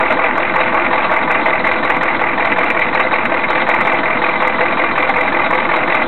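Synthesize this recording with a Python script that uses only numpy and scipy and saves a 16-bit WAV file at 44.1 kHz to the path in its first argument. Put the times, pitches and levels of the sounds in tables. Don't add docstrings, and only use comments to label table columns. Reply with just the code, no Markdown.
import sys
import numpy as np
from scipy import signal
from scipy.fft import rfft, irfft
from scipy.io import wavfile
from scipy.ndimage import uniform_filter1d, minimum_filter1d

SR = 44100
rng = np.random.default_rng(int(sys.argv[2]) if len(sys.argv) > 2 else 0)


def dump(signal):
    limited = np.clip(np.atleast_2d(signal).T, -1, 1)
    pcm = np.round(limited * 32767).astype(np.int16)
    wavfile.write(sys.argv[1], SR, pcm)


N = 267731
TIME = np.arange(N) / SR
TURN_S, FIRST_TURN_S = .184024, -.0184


# (crank angle [deg], power decay [ms],
# block [dB], cover [dB], pipes [dB], cover gain at the intake [dB])
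TURN_BLOWS = [(7, 6, -13, -18, -35, 2), (30.8, 8.3, -19, -22.5, -34, 1.5),
              (93.3, 3.7, -6.5, -17, -32.5, 0.5), (107.6, 5.3, -30.5, -12, -37, 1.5),
              (158, 14, -15.5, -33.5, -39.5, -0.5), (191.5, 2.95, -12, -14, -31, 8),
              (201, 6, -17.5, -16.5, -47.5, -2.5), (277, 4, -11, -18, -29, 2),
              (296.5, 4.1, -31, -10, -40.5, 0), (326.5, 3, -9.5, -30.5, -34.5, -3.5),
              (372.3, 3, -13.5, -13.5, -34.5, -0.5), (391, 7.2, -16.5, -15, -37, 0),
              (449.5, 5, -13.5, -22.5, -38.5, -1), (480.5, 7.8, -18.5, -15, -40, 0),
              (533, 9.3, -19, -31.5, -35, -3.5), (554.7, 5.8, -12, -16, -35, 6),
              (565, 2.1, -32.5, -18, -49, -8), (615, 9.4, -19.5, -25, -37.5, -4.5),
              (657, 6.8, -20, -33, -50.5, -2.5)]

def clatter(scatter_db, jitter_ms):
    block, cover, pipes = np.zeros((3, N))
    position = mic_position(TIME)
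    for degrees, decay_ms, block_db, cover_db, pipes_db, intake_db in TURN_BLOWS:
        times = crank_times(degrees)
        strength, late = rng.standard_normal((len(times), 2)).T
        levels_db = firing_db(times) + scatter_db * strength
        blow = impact_power(times + jitter_ms * late / 1000, levels_db, decay_ms)
        block += amplitude(block_db) ** 2 * blow
        cover += amplitude(cover_db + intake_db * position) ** 2 * blow
        pipes += amplitude(pipes_db) ** 2 * blow
    return block, cover, pipes


# (time [s], block [dB], cover [dB])
HARD_KNOCKS = [(0.103, -8, -11.5), (0.12, -9.5, -27), (0.2393, -6, -9.5), (.556, -14.5, -12),
               (.602, -7, -10), (.773, -8, -20), (.931, -7, -17), (1.041, -9, -17), (1.113, -7, -28),
               (1.305, -11, -10), (1.353, -11, -13), (1.456, -7.5, -6), (1.640, -21, -10.5),
               (1.67, -28, -12), (1.898, -7, -5), (2.008, -27, -17), (2.078, -20, -11), (2.517, -23, -8.5),
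               (2.701, -25, -7), (2.816, -31, -6.5), (2.998, -8.5, -6), (3.047, -13, -22),
               (3.127, -12, -26), (3.155, -30, -14.5), (3.252, -19, -11), (3.436, -27, -7),
               (3.695, -19, -12.5), (3.807, -7.5, -9), (3.942, -22, -12), (4.424, -9.5, -14),
               (4.609, -11, -10), (5.092, -6.5, -12), (5.277, -20, -13), (5.507, -12, -20),
               (5.736, -8, -14), (5.951, -17, -23)]

def knocks(decay_ms, pipes_db):
    times, block_db, cover_db = np.transpose(HARD_KNOCKS)
    block = impact_power(times, block_db, decay_ms)
    cover = impact_power(times, cover_db, decay_ms)
    return np.array([block, cover, amplitude(pipes_db) ** 2 * (block + cover)])


# (frequency [Hz], bandwidth [Hz], relative level [dB])
BLOCK_MODES = [(506.9, 38, -1.5), (623, 31, -2.5), (662, 45, -3), (843, 28, -9.5), (841.5, 177, -3.5),
               (902, 60, -4.5), (990, 39, -5.5), (1144.4, 115, -3), (1286, 80, -8), (1401, 24, -5.5),
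               (1518, 174, -7.5), (1541, 22, -10)]

def engine_block(power):
    return amplitude(-.15) * rattle(power, BLOCK_MODES, clump_db=3.5, firmness=.5)


# (frequency [Hz], bandwidth [Hz], relative level [dB])
COVER_MODES = [(1712, 230, -13.5), (1879, 130, -7.5), (2027, 69, -1.5), (2144, 88, -4.5), (2243, 33, -9.5),
               (2358, 19, -3), (2390, 141, -10), (2602, 280, -14.5)]

def rocker_cover(power):
    return amplitude(-.74) * rattle(power, COVER_MODES, clump_db=3, firmness=.61)


# (crank angle [deg], frequency [Hz], relative level [dB], gain at the intake [dB])
CLACK_SPOTS = [(19.95, 1800, -13.5, 1.5), (22.05, 1000, -15, -1), (85.9, 840, -14, 0.5),
               (104.05, 1135, -12.5, -1), (105, 2390, -17.5, 2), (106.3, 1480, -19.5, 0.5),
               (126, 2150, -15, 1), (193.5, 1960, -15, 2.5), (199.7, 890, -16.5, 1),
               (281.4, 1170, -11.5, 1), (299.2, 2055, -12, 2), (303, 2330, -16.5, 1), (328, 880, -15.5, 1),
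               (378, 790, -18, 1), (383.3, 2390, -18, 0.5), (482.5, 900, -18.5, -2),
               (494, 1420, -18.5, -0.5), (572, 2040, -16, 3.5)]

def clacks(rise_ms, scatter_db, jitter_ms, detune):
    t = np.arange(SR // 20) / SR
    sound = np.zeros(N + SR)
    for degrees, hz, db, intake_db in CLACK_SPOTS:
        for time in crank_times(degrees):
            strength, late, sharp, phase = rng.standard_normal(4)
            level_db = db + firing_db(time) + intake_db * mic_position(time) + scatter_db * strength
            start = max(round((time + jitter_ms * late / 1000) * SR), 0)
            tone = damped_tone(t, hz * (1 + detune * sharp), rise_ms, phase)
            sound[start:start + len(t)] += amplitude(level_db) * tone
    return sound[:N]


# (frequency [Hz], bandwidth [Hz], relative level [dB])
PIPE_MODES = [(3000, 38, -21), (3090, 110, -23.5), (3468, 340, -23.5), (3802, 69, -18.5), (3900, 25, -27),
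              (4049, 87, -25.5)]

def fuel_pipes(power, growth_db_per_s):
    fits = amplitude(2 * wander(14) + growth_db_per_s * TIME)
    return amplitude(-1.2) * fits * rattle(power, PIPE_MODES, clump_db=6.5, firmness=.22)


# (time [s], level [dB])
PIPE_ZINGS = [(.601, -29), (0.915, -33), (1.04, -27), (1.589, -28), (1.835, -27), (2.938, -27),
              (3.031, -29), (3.117, -28.5), (3.131, -40), (3.488, -27.5), (3.988, -33), (4.911, -31),
              (5.44, -26.5), (5.757, -30)]

def zings(decay_ms):
    times, levels_db = np.transpose(PIPE_ZINGS)
    return rattle(impact_power(times, levels_db, decay_ms), PIPE_MODES[-3:], clump_db=2, firmness=.8)


# (frequency [Hz], bandwidth [Hz], relative level [dB])
SUMP_MODES = [(125, 57, -20), (167, 15, -15), (257, 123, -10.5), (291, 38, -7), (340, 27, -3),
              (434, 82, -13.5)]
# (crank angle [deg], frequency [Hz], level [dB], rise [ms])
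TURN_THUMPS = [(20, 170, -29.5, 7), (34.96, 640, -22, 8), (84.9, 420, -26, 4.4), (165, 512, -22.5, 11),
               (179.8, 320, -29, 4.1), (275.5, 345, -24.5, 6), (386.7, 380, -27.5, 3.6),
               (468, 130, -34.5, 5.5), (500, 225, -23.5, 5.5), (554, 290, -27.5, 5.5), (596.3, 253, -23, 6),
               (649, 300, -28, 3.7), (682, 205, -24, 4)]

def sump(scatter_db, jitter_cycles, churn_db):
    t = np.arange(SR // 10) / SR
    sound = amplitude(churn_db) * resonant_noise(SUMP_MODES)
    for degrees, hz, db, rise_ms in TURN_THUMPS:
        times = crank_times(degrees)
        strength, late = rng.standard_normal((len(times), 2)).T
        pushes = impulses(times + jitter_cycles * late / hz, amplitude(db + scatter_db * strength))
        sound += signal.oaconvolve(pushes, damped_tone(t, hz, rise_ms))[:N]
    return sound


ENGINE_ORDERS = [8, 14.66, 16]
ORDER_LEVELS = [-54, -45, -49.5]

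def hum(waver, rumble_db):
    turns = (TIME - crank_lag_s(TIME)) / TURN_S
    tones = np.zeros(N)
    for order, db in zip(ENGINE_ORDERS, ORDER_LEVELS):
        level = amplitude(db) * (1 + waver * wander(4))
        tones += level * np.sin(2 * np.pi * (order * turns + rng.random()))
    return tones + amplitude(rumble_db) * resonant_noise([(100, 40, 0)])


# (time [s], lag [ms])
GOVERNOR_LAG = [(0, -1.6), (.35, .2), (1.09, 2.4), (1.45, 1.1), (1.82, 1.2), (2.15, -1.1), (2.56, -.2),
                (3.13, -3), (3.72, .5), (4.15, -1.9), (4.92, 1), (5.34, -1.3), (6.07, 3.2)]

def crank_lag_s(times):
    return follow(GOVERNOR_LAG, times) / 1000


def crank_times(degrees):
    steady = FIRST_TURN_S + TURN_S * (np.arange(N / SR // TURN_S + 1) + degrees / 720)
    return steady + crank_lag_s(steady)


# (time [s], gain [dB])
FIRING_EFFORT = [(0, -0.5), (.9, 0.7), (2.1, -0.8), (3.05, -1), (3.45, -2), (3.68, 1), (4.15, -1),
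                 (4.75, -0.5), (5, -0.5), (6.07, 0.5)]

def firing_db(times):
    return follow(FIRING_EFFORT, times)


# (time [s], position [-1 at the radiator hose, 1 over the intake])
MIC_PATH = [(0, -1.35), (.8, -1.6), (1.5, -0.23), (2.1, 0.41), (2.5, 0.85), (4.2, .5), (5, 0.63),
            (5.5, 0.05), (6.07, 1)]

def mic_position(times):
    return follow(MIC_PATH, times)


def impact_power(times, levels_db, decay_ms):
    ms = np.arange(SR // 10) / SR * 1000
    envelope = (1 - np.exp(-ms)) ** 2 * np.exp(-ms / decay_ms)
    onsets = impulses(times, amplitude(levels_db) ** 2)
    return np.maximum(signal.oaconvolve(onsets, envelope)[:N], 0)


def rattle(power, modes, clump_db, firmness):
    response, window = modal_response(modes), signal.windows.hann(600)
    chatter = unit_rms(rng.standard_normal(N) * amplitude(clump_db * np.tanh(wander(450))))
    sound = signal.oaconvolve(np.sqrt(power) * chatter, response)[:N]
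    mean_power = signal.oaconvolve(power, response ** 2)[:N]
    given, spent = (np.abs(signal.oaconvolve(p, window, "same")) + 1e-9 for p in (mean_power, sound ** 2))
    return sound * (given / spent) ** (firmness / 2)


def modal_response(modes, size=8192):
    f = np.fft.rfftfreq(size, 1 / SR)
    power = sum(amplitude(db) ** 2 / (1 + (np.sqrt(2) - 1) * (2 * (f - hz) / width) ** 2) ** 2
                for hz, width, db in modes)
    log_gain = np.log(np.r_[power, power[-2:0:-1]] + 1e-12) / 2
    spectrum = np.exp(np.conj(signal.hilbert(log_gain)))
    response = np.fft.ifft(spectrum).real[:size // 2]
    return response / np.linalg.norm(response)


def resonant_noise(modes):
    return signal.oaconvolve(rng.standard_normal(N), modal_response(modes))[:N]


def damped_tone(t, hz, rise_ms, phase=0):
    age = t * 1000 / rise_ms
    return age * np.exp(1 - age) * np.sin(2 * np.pi * (hz * t + phase))


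def impulses(times, heights):
    train = np.zeros(N)
    train[np.clip(np.round(times * SR).astype(int), 0, N - 1)] += heights
    return train


def wander(hz):
    f = np.fft.rfftfreq(N, 1 / SR)
    return unit_rms(irfft(rfft(rng.standard_normal(N)) * np.exp(-(f / hz) ** 2), N))


def follow(curve, times):
    return np.interp(times, *np.transpose(curve))


def amplitude(db):
    return 10 ** (np.asarray(db) / 20)


def unit_rms(x):
    return x / np.sqrt(np.mean(x ** 2) + 1e-20)


def scene():
    blows = clatter(scatter_db=1.21, jitter_ms=1) + knocks(decay_ms=5.7, pipes_db=-28.5)
    on_block, on_cover, on_pipes = blows
    block = engine_block(on_block + amplitude(-23.5) ** 2)
    cover = rocker_cover(on_cover + amplitude(-33.5) ** 2)
    pipes = fuel_pipes(on_pipes + amplitude(-41.5) ** 2, growth_db_per_s=.5)
    ringing = amplitude(-3) * clacks(rise_ms=3.74, scatter_db=2, jitter_ms=1.2, detune=.018)
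    ringing += zings(decay_ms=7.3)
    low = sump(scatter_db=.5, jitter_cycles=.2, churn_db=-27.5) + hum(waver=.15, rumble_db=-54.5)
    return (block + cover + pipes + ringing + low)[None]


def limiter(x, threshold, slope, window_samples=45):
    allowed = np.minimum(1, threshold / (np.abs(x) + 1e-9)) ** slope
    return x * uniform_filter1d(minimum_filter1d(allowed, window_samples), window_samples)


def record(dry):
    band_edge_hz, top_hz = 4210, 15900
    bias, overload = -.059, .71
    thin = signal.sosfilt(signal.butter(2, 60, "highpass", fs=SR, output="sos"), dry)
    held = limiter(thin, threshold=.65, slope=.67)
    band_filter = signal.firwin(301, band_edge_hz, window=("kaiser", 8), fs=SR)
    narrow = signal.oaconvolve(held, band_filter[None], "same")
    clipped = np.clip(narrow + bias, -overload, overload)
    top_filter = signal.firwin(255, top_hz, window=("kaiser", 9), fs=SR)
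    return signal.oaconvolve(clipped, top_filter[None], "same")


dry = scene()
out = record(dry)
dump(out)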